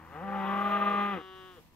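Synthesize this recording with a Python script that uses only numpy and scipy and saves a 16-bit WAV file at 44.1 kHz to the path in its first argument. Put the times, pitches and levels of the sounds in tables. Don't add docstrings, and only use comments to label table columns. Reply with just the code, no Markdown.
import sys
import numpy as np
from scipy import signal
from scipy.fft import rfft, irfft
from scipy.io import wavfile

SR = 44100
rng = np.random.default_rng(int(sys.argv[2]) if len(sys.argv) > 2 else 0)


def wav_record(signal):
    frames = np.transpose(np.atleast_2d(signal))
    bounded = np.clip(frames, -1, 1)
    quanta = np.round(bounded * 32767).astype(np.int16)
    wavfile.write(sys.argv[1], SR, quanta)


N = 77175
TIME = np.arange(N) / SR
FREQS = np.fft.rfftfreq(2 * N, 1 / SR)


def amp(db):
    return 10 ** (np.asarray(db) / 20)


def unit(x):
    return x / np.sqrt(np.mean(x ** 2) + 1e-20)


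def curve(table, column=1):
    rows = np.array(table)
    return np.interp(TIME, rows[:, 0], rows[:, column])


def level(table, column=2):
    outside_s = np.maximum(table[0][0] - TIME, TIME - table[-1][0]).clip(0)
    return amp(curve(table, column)) * np.exp(-outside_s / 0.0027)


def spectrum(table, column=1):
    rows = np.array(table)
    return np.interp(np.log(FREQS + 1), np.log(rows[:, 0] + 1), rows[:, column])


def colour(x, gain):
    return irfft(rfft(x, 2 * N) * gain)[..., :N]


def wobble(hz):
    return unit(colour(rng.standard_normal(N), 1 / (1 + (FREQS / hz) ** 4)))


def cycles(table):
    return np.cumsum(curve(table)) / SR


# f/Hz, relative level/dB, how alike left and right are/0-1
WIND_COLOUR = [(20, -1, 0.021), (45, 1.5, .3), (110, -0.5, 0.34), (170, 0, 0.46), (323, -7.5, 0.55),
               (950, -14.5, 0.4), (1290, -20.5, 0.28), (2490, -16.5, 0), (4970, -23, 0), (10500, -29, 0),
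               (13000, -23, 0), (15600, -25.5, 0)]


def wind():
    shared, separate = rng.standard_normal((2, N))
    gain, alike = amp(spectrum(WIND_COLOUR)), spectrum(WIND_COLOUR, 2)
    left = colour(shared, gain)
    right = colour(shared, gain * alike) + colour(separate, gain * np.sqrt(1 - alike ** 2))
    level_db = -61 + 1.6 * wobble(9.8)
    return amp(level_db) * unit(np.array([left, right]))


def ground_echo(sound, level_db=-18, fade_s=.25):
    t = TIME[:SR // 2]
    tail = rng.standard_normal((2, len(t))) * amp(-60 * t / fade_s)
    tail /= np.linalg.norm(tail[0])
    return amp(level_db) * signal.fftconvolve(sound[None], tail, axes=1)[:, :N]


def throat_delay(throat, column, smear_s_per_hz=5e-7, echo_radians=1.1, echo_s=.0014):
    log_gain = np.log(amp(spectrum(throat, column)))
    ringing = -signal.hilbert(np.r_[log_gain, log_gain[-2:0:-1]]).imag[:N + 1]
    late_treble = -np.pi * smear_s_per_hz * FREQS ** 2
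    echoes = echo_radians * np.sin(2 * np.pi * echo_s * FREQS)
    return np.exp(1j * (ringing + late_treble + echoes))


def voice(pitch_hz, turns, throat, mouth=0, open_column=1):
    narrow, wide = amp(spectrum(throat)), amp(spectrum(throat, open_column))
    delay = throat_delay(throat, open_column)
    buzz, power = 0, 0
    for k in range(1, 35):
        at = (k * pitch_hz / FREQS[1]).astype(int)
        gain = (1 - mouth) * narrow[at] + mouth * wide[at]
        buzz += gain * (np.exp(2j * np.pi * k * turns) * delay[at]).real
        power += gain ** 2 / 2
    return buzz / np.sqrt(power)


# t/s, f/Hz, level/dB
HERD_DRONE = [(0, 80.92, -54), (.3, 82.06, -54), (1.0, 83.3, -61), (1.08, 80.44, -68), (1.35, 78.36, -64),
              (1.45, 78.4, -67.5), (1.75, 83.25, -67.5)]
SHORT_MOO = [(.22, 168.1, -56), (.31, 173, -44.5), (.42, 172, -55.5), (.62, 181.9, -55), (.8, 177, -55.5),
             (.89, 168.5, -47.5), (.95, 150, -42), (.99, 130.3, -66)]
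LONG_MOO = [(.3, 166.7, -67), (.38, 173.6, -53.5), (.6, 179.7, -51), (.88, 174.9, -51), (1.1, 186.7, -50),
            (1.22, 187.9, -49.5), (1.4, 187, -50), (1.47, 185.9, -51), (1.52, 183, -53), (1.56, 175, -58.5),
            (1.585, 152.7, -51), (1.61, 150, -64)]
# f/Hz, relative level/dB
HERD_THROAT = [(80, 0.5), (160, -1), (245, -4.5), (330, -5.5), (420, -27), (800, -18), (970, -1.5),
               (1060, -13), (1180, -6), (1350, -21), (2000, -15.5), (3000, -42.5)]
SHORT_THROAT = [(160, -15), (330, -18), (440, 1.5), (540, 2), (700, -15), (1200, -8), (3000, -29),
                (6000, -49.5)]
LONG_THROAT = [(185, -16), (300, 1), (375, 2.5), (470, 13.5), (555, -14.5), (750, -6.5), (940, -11),
               (1130, 1.5), (1320, -5.5), (1700, -10.5), (2050, -17), (2630, -20.5), (2820, -7.5),
               (3350, -12), (3570, -14), (3950, -21.5), (4150, -26.5), (4700, -35.5), (4900, -24),
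               (5150, -33.5), (7000, -37)]


def moo(tune, throat, waver_cycles):
    turns = cycles(tune) + waver_cycles * wobble(24)
    return level(tune) * voice(curve(tune), turns, throat)


# t/s, f/Hz, level/dB
SQUEAL_HIGH = [(.35, 940.7, -60), (.42, 994, -47), (.5, 1117, -42), (.55, 1149, -38), (.65, 1194, -36),
               (.74, 1211, -36), (.82, 1199.7, -35), (.89, 1198.3, -34), (.96, 1162.7, -36),
               (1.01, 1147, -42), (1.04, 1110, -70)]
SQUEAL_MID = [(0.269, 797, -60), (0.339, 843, -43), (0.408, 868, -42), (0.469, 938, -44.5),
              (0.521, 1009, -45.5), (.62, 1091, -42.5), (0.731, 1134, -50.5), (.86, 1116, -46),
              (.96, 1065, -46), (1.03, 1040, -57.5)]
SQUEAL_LOW = [(.48, 616, -64.5), (.55, 635, -51.5), (.65, 641, -45), (0.749, 641.6, -41.5),
              (0.901, 644.6, -44.5), (1.0, 623, -51.5), (1.04, 604, -65)]


def squeal(turns, waver_cycles=0.019):
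    high, mid, low = (level(tune) * np.cos(2 * np.pi * (cycles(tune) + waver_cycles * wobble(70)))
                      for tune in (SQUEAL_HIGH, SQUEAL_MID, SQUEAL_LOW))
    chop = 0.094 * (np.cos(2 * np.pi * turns) + np.cos(4 * np.pi * turns))
    mixing = 0.15 * low / abs(low).max()
    return np.sqrt(2) * (low + (high + mid) * (1 + chop + mixing))


# f/Hz, relative level/dB
RASP_COLOUR = [(100, -37), (200, -6), (280, -11.5), (520, -4.5), (660, -7), (850, -0.5), (1250, 2),
               (1550, -2.5), (1750, -9.5), (1950, -6), (2300, -10), (2850, -10.5), (3600, -20), (4300, -40),
               (6500, -40), (8000, -49), (10500, -44.5), (13500, -35), (15600, -43.5)]


def rasp(turns, mouth, puff_share=0.77, puff_cycles=0.75):
    puffs = 1 - puff_share + puff_share * unit(np.exp(-(turns % 1) / puff_cycles))
    bright = unit(colour(puffs * rng.standard_normal(N), amp(spectrum(RASP_COLOUR))))
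    muffle_db = -12 + 8 / (1 + (FREQS / 3400) ** 6)
    return mouth * bright + (1 - mouth) * colour(bright, amp(muffle_db))


# t/s, f/Hz
BULL_PITCH = [(0, 98), (.1, 130), (.15, 146), (.2, 165), (.24, 196.4), (.34, 198.1), (.44, 193.9),
              (.52, 199), (.64, 202.5), (.78, 203), (1.06, 202.8), (1.12, 199.8), (1.16, 184), (1.185, 160),
              (1.23, 148)]
# t/s, voice level/dB, rasp level/dB, mouth opening/0-1
BULL_EFFORT = [(0, -60.5, -54.5, 0.3), (.1, -57.5, -58.5, 0.6), (.15, -45.5, -47, 0.33),
               (.21, -41.5, -48, 0.08), (.26, -38, -46.5, 0), (.35, -34, -38, 0.2),
               (.47, -33.5, -40.5, 0.77), (.58, -31.5, -39.5, .75), (.75, -30, -40.5, 1),
               (.96, -29.5, -45.5, 1), (1.01, -29.5, -41.5, 1), (1.06, -30, -44, 1), (1.14, -34, -46.5, 1),
               (1.175, -38.5, -41, 0.4), (1.215, -49, -54, 0), (1.24, -76, -79.5, 0)]
# f/Hz, relative level half open/dB, relative level wide open/dB
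BULL_THROAT = [(91, -3, -20), (150, -8.5, -10), (199.4, 2.5, -2.5), (270, -12, -9), (335, -9, -8),
               (404, -11, -10.5), (469, -3, -9), (536, -0.5, -15.5), (614, -15.5, -14.5), (706, -4, -11),
               (814, 1, -6.5), (995, -21, -16), (1228, -0.5, 2), (1417, -18, -17.5), (1790, -22, -19),
               (2008, -18, -12.5), (2130, -39, -26.5), (2440, -29.5, -16.5), (2840, -37, -25),
               (3280, -50, -25.5), (4010, -48, -43), (4056, -63.5, -33), (4086, -63, -59),
               (7000, -67, -55.5)]
# f/Hz, level change/dB
GRUNT_COLOUR = [(150, -2), (260, 10.5), (340, 8), (480, 3), (680, -13.5), (1000, -3.5), (1500, -1),
                (3000, 4)]


def bellow(waver_cycles=0.0094, tremble=0.072, crack_s=1.19, crack_width_s=0.036, crack_depth=0.57):
    voice_gain, rasp_gain = level(BULL_EFFORT, 1), level(BULL_EFFORT, 2)
    mouth = curve(BULL_EFFORT, 3) ** 2
    hoarseness = np.minimum(rasp_gain / (voice_gain + 1e-12), 1)
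    turns = cycles(BULL_PITCH) + waver_cycles * hoarseness * wobble(60)
    tone = voice(curve(BULL_PITCH), turns, BULL_THROAT, mouth, open_column=2)
    closing = np.exp(-((TIME - crack_s) / crack_width_s) ** 2)
    crack = crack_depth * closing * np.cos(np.pi * turns)
    tone *= 1 + crack + tremble * wobble(31)
    grunt = colour(tone, amp(spectrum(GRUNT_COLOUR)))
    tone = (1 - closing) * tone + closing * grunt
    return voice_gain * tone + rasp_gain * rasp(turns, mouth) + squeal(turns)


# f/Hz, left minus right level/dB, left head start/radians
EARS = [(60, -1, 0.096), (199, 1, -0.6), (400, 2.5, 0.45), (750, 2.5, .6), (1230, 4, 1.05), (1780, 14, -.1),
        (2380, 0, 0.75), (3200, 10, 1.1), (4180, 6.5, -0.49), (8000, -10.5, 0), (14000, 19, 0)]


def scene():
    cattle = bellow()
    cattle += moo(LONG_MOO, LONG_THROAT, waver_cycles=.004)
    cattle += moo(SHORT_MOO, SHORT_THROAT, waver_cycles=.029)
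    cattle += moo(HERD_DRONE, HERD_THROAT, waver_cycles=.037)
    to_left = amp(spectrum(EARS) / 2) * np.exp(.5j * spectrum(EARS, 2))
    direct = np.array([colour(cattle, to_left), colour(cattle, 1 / to_left)])
    return direct + ground_echo(cattle) + wind()


def record(dry):
    treble_cut = signal.firwin(511, 15700, window=("kaiser", 9), fs=SR)
    return signal.oaconvolve(dry, treble_cut[None], "same")


dry = scene()
out = record(dry)
wav_record(out)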